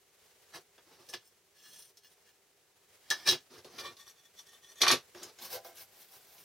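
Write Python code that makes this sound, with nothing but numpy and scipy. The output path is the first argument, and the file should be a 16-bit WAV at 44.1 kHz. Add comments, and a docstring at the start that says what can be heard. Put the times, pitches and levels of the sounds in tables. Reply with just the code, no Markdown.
"""A quiet workshop: aluminium plates are picked up from a wooden bench, turned over and laid down again.
Two small plates sing under the fingertips, then rock and clatter as they land, thudding the wood.
A large thin sheet is dragged off the bench and hisses through the hands. Blows and the tiny slips of
friction set the metal's modes ringing. Sleeves rustle, and the small room adds a short tail."""
import sys
import numpy as np
from scipy import signal
from scipy.fft import rfft, irfft
from scipy.io import wavfile
from scipy.ndimage import uniform_filter1d

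SR = 44100
rng = np.random.default_rng(int(sys.argv[2]) if len(sys.argv) > 2 else 0)


def transcribe(u):
    """Save the signal u as a 16-bit wav file named by the first command-line argument.

    u: samples, shape (n,) or (channels, n), limited to [-1, 1]; the rate is SR.
    q: integer samples, one column per channel.
    """
    v = np.clip(np.atleast_2d(u).T, -1, 1)
    q = np.round(v * 32767).astype(np.int16)
    wavfile.write(sys.argv[1], SR, q)


N = 284004
TIME = np.arange(N) / SR
AGE = np.arange(16000) / SR   # seconds since a contact

# Modes of the plate with cut-outs, the plain plate and the large sheet.
# Each row: pitch in Hz, level in dB lying on the bench, level in dB held in the fingers.
CUT_PLATE = [(1719, -1, -1), (1790, -5, -14), (2850, -7, -6), (3273, -4, -5), (3385, -6, -8),
             (3563, -7, -18), (3883, 1, -14), (4277, -2, -5), (4330, -7, -16), (5196, -1, -9),
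             (5345, -6, -8), (5500, -8, -14), (5700, -6, -8), (5960, -7, -10), (6080, -11, -11),
             (7510, -13, -15), (8850, -17, -13), (9535, -10, -14), (10420, -14, -19), (10800, -17, -20),
             (11600, -18, -21), (12700, -20, -24), (13500, -20, -23)]
PLAIN_PLATE = [(1148, 3, -4), (1840, -4, -1), (2389, -1, -13), (3090, -2, -6), (3405, 0, -2),
               (3486, -2, -4), (3570, -7, -3), (3742, -6, -16), (3981, -2, -8), (4282, -3, -15),
               (4380, -3, -8), (4510, -1, -13), (5020, -7, -18), (5453, -2, -9), (5770, -8, -3),
               (6025, -5, -10), (6190, -10, -7), (7780, -12, -14), (8620, -16, -14), (8950, -14, -14),
               (10200, -14, -23), (11018, -11, -21), (12100, -17, -21), (12900, -18, -25)]
SHEET = [(505, -3, -10), (590, -8, -12), (680, 0, -8), (788, -1, -2), (1017, -7, -8), (1545, -7, -7),
         (2150, -12, -9), (3060, -14, -13), (4030, -15, -13), (5020, -16, -14), (5314, -16, -14),
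         (5480, -16, -14), (5770, -16, -14)]
PLATES = [CUT_PLATE, PLAIN_PLATE, SHEET]
LYING, HELD = 1, 2   # level columns of the modes
# The times in seconds at which the plain plate, then the sheet, take over.
NEXT_PLATE_S = [3.45, 5.05]

# Tone colours. Each row: frequency in Hz, spectral level in dB.
ROOM_TONE = [(15, -59), (25, -15), (96, -10.5), (173, -6), (246, -14), (297, -8.5), (399, 0), (684, -21.5),
             (741, -7), (1200, -24.5), (1490, -41), (2850, -20), (3630, -23), (6050, -14), (15500, -44)]
CLOTH = [(47, -20), (80, -6.5), (328, -14), (400, 0.5), (436, -2), (487, -3.5), (864, -9), (1500, -9),
         (1670, -8), (7010, -12.5), (15500, -17)]
BENCH_THUD = [(25, -37), (60, -17), (120, -8), (165, -11), (205, -28.5), (265, -2), (305, -29.5), (358, -6),
              (420, -1.5), (520, -6.5), (750, -12), (1200, -14), (4000, -56.5)]
RASP = [(150, -85), (600, 2), (1200, 6), (2500, 1), (4000, 3.5), (5800, 5), (7200, -8.5), (11000, -7.5),
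        (15500, -13)]
PLATE_HISS = [(400, 4), (1500, 4), (5500, 4), (7000, 0.5), (10000, -5), (15500, -5)]
SHEET_HISS = [(200, -7), (800, -7), (2500, -4.5), (5500, -0.5), (7200, -7.5), (10500, -4), (14000, 1.5),
              (16000, -5)]
CLACK = [(150, -26), (500, -0.5), (1300, -1.5), (2200, -3), (3800, 1.5), (5800, -2), (7200, -11.5),
         (11500, -10), (15500, -13)]
# Stereo width. Each row: frequency in Hz, gain of the side signal in dB.
WIDTH = [(30, -10), (100, -13.5), (300, -14.5), (1000, -13.5), (4500, -9.5), (9000, -6.5), (15000, -4.5)]
# Stereo balance. Each row: frequency in Hz, left over right in dB.
LEFT_LEAN = [(100, -0.2), (500, -0.8), (1800, -0.8), (5000, -0.5), (13000, 1.7)]

# Sleeves and apron. Each row: time in seconds, level in dB.
RUSTLE = [(0, -70), (.47, -64.5), (.72, -69), (1.05, -67), (1.42, -71.5), (2.3, -70), (2.68, -72),
          (3.0, -66), (4.3, -68.5), (5.05, -64), (6.44, -67)]
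# Fingers feel along the bench for a plate's edge. Each row: start and end in seconds, level in dB.
GROPES = [(0.869, 1.056, -68), (3.518, 3.60, -59.5), (3.667, 3.925, -62), (5.158, 5.304, -58.5)]
# Drags and brushes over the wood: mostly a plate's metal, a few by a hand or sleeve. Each row: centre and half
# length in seconds, then rasp, ring and bench in dB.
SCRAPES = [(0.557, .016, -46, -64, -52), (1.097, 0.015, -74, -76, -65), (1.138, 0.007, -43, -48.5, -62),
           (3.182, 0.066, -54, -56, -63.5), (3.28, 0.012, -27.5, -31.5, -41),
           (3.799, 0.014, -43.5, -51.5, -52.5), (3.855, 0.021, -49, -43, -50.5),
           (4.811, 0.0043, -35, -57, -44), (5.226, .008, -53, -69, -69), (5.446, 0.036, -52, -62, -61.5),
           (5.553, 0.025, -48.5, -44.5, -56), (5.684, 0.034, -64, -57, -66)]
# How each plate answers to skin. Each row: ring in dB, hiss in dB, ring brightness in dB per octave.
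SKIN_ON_PLATE = [(-2, -4, 6.5), (0, -5, 1), (-9, 3, 1.5)]
# A fingertip shifts its grip. Each row: time in seconds, level in dB, extra brightness in dB per octave.
REGRIPS = [(1.097, -53.5, -1), (1.264, -65, 2), (1.666, -56, -6.5), (2.05, -58.5, -4.5), (2.115, -65.5, 2),
           (2.278, -64, -8.5), (4.006, -54.5, 1), (4.082, -53.5, 1.5), (4.186, -64.5, 2), (4.249, -65.5, 3),
           (4.392, -53.5, 3), (4.483, -59.5, 1), (4.538, -58, -1), (4.644, -59, 0.5), (4.702, -57.5, 1.5),
           (4.787, -52.5, 1.5)]
# The first plate turns in the fingers; the sheet slides through the hands.
# Each row: time in seconds, rubbing level in dB.
TURN = [(1.5, -97), (1.548, -96), (1.556, -66), (1.642, -60.5), (1.79, -53.5), (1.896, -67.5), (1.932, -90),
        (1.95, -76)]
SHEET_SLIDE = [(5.38, -84), (5.43, -44), (5.488, -61.5), (5.518, -43), (5.556, -47), (5.61, -104),
               (5.636, -104), (5.654, -53.5), (5.742, -75), (5.76, -57), (5.804, -51.5), (5.866, -77.5),
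               (6.016, -58), (6.058, -69.5), (6.158, -56.5), (6.186, -68.5), (6.31, -63.5), (6.44, -60)]
# Long slides. Each row: level curve, brightening as the grip moves in dB per octave each second.
SLIDES = [(TURN, 25), (SHEET_SLIDE, -7)]
# A plate or a hand knocks on the bench.
# Each row: start in seconds, then ring, clack and thud in dB, favoured pitch in Hz.
KNOCKS = [(0.540, -76, -57, -66, 800), (0.780, -85, -59, -60, 1280), (1.089, -52.5, -51, -61, 7200),
          (1.137, -48.5, -39, -47.5, 2690), (1.971, -59.5, -58, -92, 7500), (3.1029, -30, -28.5, -55, 5500),
          (3.11, -25, -33, -51, 1200), (3.646, -69, -52, -47, 3260), (3.784, -41.5, -49, -64, 2630),
          (3.968, -63, -55, -67, 4500), (5.148, -64, -52.5, -46.5, 1470), (5.2314, -46.5, -44.5, -66, 6460),
          (5.387, -53, -53.5, -61, 3860), (5.648, -49.5, -54, -64, 795)]
# A small plate is laid down. Each row: first edge, far edge and flat slap in seconds,
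# blow and rocking levels in dB, favoured pitch of the rocking in Hz.
LANDINGS = [(3.2744, 3.288, 3.311, -28.5, -31, 4000), (4.8167, 4.879, 4.913, -21.5, -27, 1300)]
# Stages of a landing: ring, clack and thud in dB against the blow or the rocking; favoured pitch in Hz.
EDGE_DB, EDGE_HZ = (2, -2, -11.5), 4700
ROCK_DB = (0, -2.5, -14)
FAR_EDGE_DB, FAR_EDGE_HZ = (9, 1, -12), 4500
FLAT_DB, FLAT_HZ = (-15.5, 0, -9), 4970
BOUNCE_DB, BOUNCE_HZ = (-13.5, -5, -7), 2220

ROCK_EVERY_S, BOUNCE_EVERY_S, BOUNCE_LOSS_DB = .0125, .0105, 7.5
CLACK_T60, BENCH_T60, LYING_T60, HELD_T60 = 0.14, 0.13, 0.13, 0.078   # seconds to fall 60 dB
TICK_DB, TICK_S, RING_RISE_S = -2, .0004, .0012
STROKE_HALF_S, REGRIP_HALF_S = .012, .017


def from_db(db):
    """Decibels to gain."""
    return 10 ** (np.asarray(db) / 20)


def unit_power(x):
    """Scale to unit power."""
    return x / np.sqrt(np.mean(x ** 2) + 1e-20)


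def colour(x, spectrum, extra_db=lambda hz: 0):
    """Equalise by a (Hz, dB) outline plus a further dB curve."""
    hz = np.maximum(np.fft.rfftfreq(x.shape[-1], 1 / SR), 1)
    corner_hz, db = np.transpose(spectrum)
    gain = from_db(np.interp(np.log(hz), np.log(corner_hz), db) + extra_db(hz))
    return irfft(rfft(x) * gain, x.shape[-1])


def noise(spectrum, size=len(AGE), extra_db=lambda hz: 0):
    """Coloured noise as a (mid, side) pair of unit power."""
    return unit_power(colour(rng.standard_normal((2, size)), spectrum, extra_db))


def fade(t60):
    """Exponential decay after a contact."""
    return from_db(-60 * AGE / t60)


def add(track, s, sound):
    """Mix a sound into a track from time s."""
    start = round(s * SR)
    track[:, start:start + sound.shape[1]] += sound[:, :N - start]


def room_and_sleeves(flutter_db=-1.5, room_db=-78.5, diffuse_db=5.5):
    """Cloth rustles unevenly with the arms over a steady room tone that arrives from all sides."""
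    folds = unit_power(uniform_filter1d(rng.standard_normal(N), size=1200))
    cloth = from_db(np.interp(TIME, *np.transpose(RUSTLE)) + flutter_db * folds) * noise(CLOTH, N)
    mid, side = cloth + from_db(room_db) * noise(ROOM_TONE, N)
    return np.array([mid, side * from_db(diffuse_db)])


def bench(mode_hz=360.4, mode_t60=0.11, mode_db=-1.5):
    """The wooden top answers with a dull, dense thud and one stronger mode."""
    phase = 2 * np.pi * rng.random((2, 1))
    mode = np.sqrt(2) * np.sin(2 * np.pi * mode_hz * AGE + phase) * fade(mode_t60)
    return noise(BENCH_THUD) * fade(BENCH_T60) + from_db(mode_db) * mode


def friction(half_s, grain_db):
    """Force of one stroke: tiny slips of uneven size that swell and die, centred in its span."""
    grip = unit_power(uniform_filter1d(rng.standard_normal(len(AGE)), size=32))
    slips = rng.standard_normal(len(AGE)) * from_db(grain_db * grip)
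    swell = np.exp(-.5 * ((AGE - AGE.mean()) / half_s) ** 2)
    return unit_power(slips * swell) * np.sqrt(np.mean(swell ** 2))


def driven(force, response):
    """A body's answer to a force, at about the power of the force."""
    return signal.fftconvolve(force[None], response / np.sqrt(np.sum(response[0] ** 2)), axes=1)


def stroke_times(start, end):
    """A long movement is a chain of short strokes, overlapping so that their power stays even."""
    return np.arange(start, end, STROKE_HALF_S * np.sqrt(np.pi))


def fingers_on_wood(grain_db=3.5, uneven_db=-2.0, rasp_db=1.0, rasp_t60=0.12):
    """Fingers press unevenly along the wood: it rasps and rumbles, and no metal rings."""
    out = np.zeros((2, N))
    for start, end, db in GROPES:
        for s in stroke_times(start, end):
            force = from_db(db + uneven_db * rng.standard_normal()) * friction(STROKE_HALF_S, grain_db)
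            rasp = driven(force, noise(RASP) * fade(rasp_t60))
            add(out, s - AGE.mean(), driven(force, bench()) + from_db(rasp_db) * rasp)
    return out


def plate_at(s):
    """Index of the plate being handled at time s."""
    return np.searchsorted(NEXT_PLATE_S, s)


def upper_modes(depth_db=11.0, spacing_hz=70.58, full_depth_hz=6500):
    """Countless upper modes ripple each plate's treble; gives a dB curve for the plate at time s."""
    ripples = rng.standard_normal((len(PLATES), 600))
    grid_hz = np.arange(ripples.shape[1]) * spacing_hz

    def ripple(s, hz):
        depth = depth_db * np.minimum(hz / full_depth_hz, 1) ** 2
        return depth * np.interp(hz, grid_hz, ripples[plate_at(s)])
    return ripple


def plate_ring(s, t60, support, emphasis_db, scatter_db=2.0, detune=0.0011):
    """The plate rings on: bench or fingers damp some modes, and each contact point favours others."""
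    modes = np.array(PLATES[plate_at(s)])
    hz = modes[:, 0] * (1 + detune * rng.standard_normal(len(modes)))   # the contact loads each mode
    gain = from_db(modes[:, support] + emphasis_db(hz) + scatter_db * rng.standard_normal(len(hz)))
    phase = np.exp(2j * np.pi * rng.random((2, len(hz))))
    partials = np.exp(2j * np.pi * np.outer(hz, AGE))
    return unit_power(np.imag((gain * phase) @ partials)) * fade(t60)


def skin_strokes():
    """Grip shifts and slides as strokes: centre and half length in seconds, dB, extra dB per octave."""
    strokes = [(s, REGRIP_HALF_S, db, brighter) for s, db, brighter in REGRIPS]
    for curve, brightening in SLIDES:
        times, levels = np.transpose(curve)
        for s in stroke_times(times[0], times[-1]):
            brighter = brightening * (s - times.mean())
            strokes.append((s, STROKE_HALF_S, np.interp(s, times, levels), brighter))
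    return strokes


def skin_on_metal(ripple, grain_db=7.5, hiss_t60=0.088):
    """Dry skin hisses on the lifted plate and keeps its modes singing."""
    out = np.zeros((2, N))
    for s, half_s, db, brighter in skin_strokes():
        ring_db, hiss_db, brightness = SKIN_ON_PLATE[plate_at(s)]
        force = from_db(db) * friction(half_s, grain_db)
        ring = plate_ring(s, HELD_T60, HELD, lambda hz: (brightness + brighter) * np.log2(hz))
        if s > NEXT_PLATE_S[1]:   # the large sheet's modes lie so close that its hiss is smooth
            hiss = noise(SHEET_HISS)
        else:
            hiss = noise(PLATE_HISS, extra_db=lambda hz: ripple(s, hz))
        start = s - AGE.mean()
        add(out, start, from_db(ring_db) * driven(force, ring))
        add(out, start, from_db(hiss_db) * driven(force, hiss * fade(hiss_t60)))
    return out


def scrapes(grain_db=-0.5, rasp_t60=0.054, db_per_octave=-3.5):
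    """Dragging rasps and shakes both the plate and the bench."""
    out = np.zeros((2, N))
    for s, half_s, rasp_db, ring_db, bench_db in SCRAPES:
        force = friction(half_s, grain_db)
        ring = plate_ring(s, LYING_T60, LYING, lambda hz: db_per_octave * np.log2(hz))
        start = s - AGE.mean()
        add(out, start, from_db(rasp_db) * driven(force, noise(RASP) * fade(rasp_t60)))
        add(out, start, from_db(ring_db) * driven(force, ring))
        add(out, start, from_db(bench_db) * driven(force, bench()))
    return out


def landing_blows(jitter=.15, scatter_db=-4.5, scatter_octaves=0.1, bounces=2):
    """A plate lands on one edge, rocks to the other, slaps flat and bounces; gives rows like KNOCKS."""
    blows = []
    for edge_s, far_edge_s, flat_s, blow_db, rocking_db, rocking_hz in LANDINGS:
        blows.append((edge_s, *np.add(EDGE_DB, blow_db), EDGE_HZ))
        for s in np.arange(edge_s + ROCK_EVERY_S, flat_s - ROCK_EVERY_S / 2, ROCK_EVERY_S):
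            late, softer, higher = rng.standard_normal(3)
            levels = np.add(ROCK_DB, rocking_db + scatter_db * softer)
            favoured_hz = rocking_hz * 2 ** (scatter_octaves * higher)
            blows.append((s + jitter * ROCK_EVERY_S * late, *levels, favoured_hz))
        blows.append((far_edge_s, *np.add(FAR_EDGE_DB, rocking_db), FAR_EDGE_HZ))
        blows.append((flat_s, *np.add(FLAT_DB, blow_db), FLAT_HZ))
        for k in range(bounces):
            levels = np.add(BOUNCE_DB, blow_db - k * BOUNCE_LOSS_DB)
            blows.append((flat_s + (k + 1) * BOUNCE_EVERY_S, *levels, BOUNCE_HZ))
    return blows


def knocks(ripple, focus_db=8.0, thud_rise_s=0.0063, treble_hz=7000, treble_t60=0.12):
    """Each blow layers a hard tick, a dense clack dying in the room, ringing metal and a bench thud."""
    out = np.zeros((2, N))
    lowpass = signal.butter(2, treble_hz, fs=SR, output="sos")
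    for s, ring_db, clack_db, thud_db, favoured_hz in KNOCKS + landing_blows():
        def contact_db(hz):
            """The point and hardness of the contact favour one range of pitch."""
            octaves = np.log2(hz / favoured_hz)
            return -focus_db * octaves ** 2 / np.hypot(1, octaves)

        ring = plate_ring(s, LYING_T60, LYING, contact_db) * (1 - np.exp(-AGE / RING_RISE_S))
        burst = noise(CLACK, extra_db=lambda hz: contact_db(hz) + ripple(s, hz))
        body = signal.sosfiltfilt(lowpass, burst)
        tick = from_db(TICK_DB) * burst * np.exp(-AGE / TICK_S)
        clack = tick + body * fade(CLACK_T60) + (burst - body) * fade(treble_t60)   # treble dies first
        thud = bench() * (1 - np.exp(-AGE / thud_rise_s))
        add(out, s, from_db(ring_db) * ring + from_db(clack_db) * clack + from_db(thud_db) * thud)
    return out


def scene(low_cut_hz=70):
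    """Small bodies radiate little bass; two close microphones hear lows alike and the treble apart."""
    ripple = upper_modes()
    contacts = knocks(ripple) + scrapes() + fingers_on_wood() + skin_on_metal(ripple)
    low_cut = signal.butter(2, low_cut_hz, "high", fs=SR, output="sos")
    mid, side = signal.sosfilt(low_cut, contacts) + room_and_sleeves()
    side = colour(side, WIDTH)
    lean = (colour(mid, LEFT_LEAN) - mid) / 2
    return np.array([mid + side + lean, mid - side - lean])


def record(dry, cutoff_hz=15900):
    """A steep low-pass takes off the very top."""
    return signal.sosfilt(signal.ellip(10, .1, 80, cutoff_hz, fs=SR, output="sos"), dry)


dry = scene()
out = record(dry)
transcribe(out)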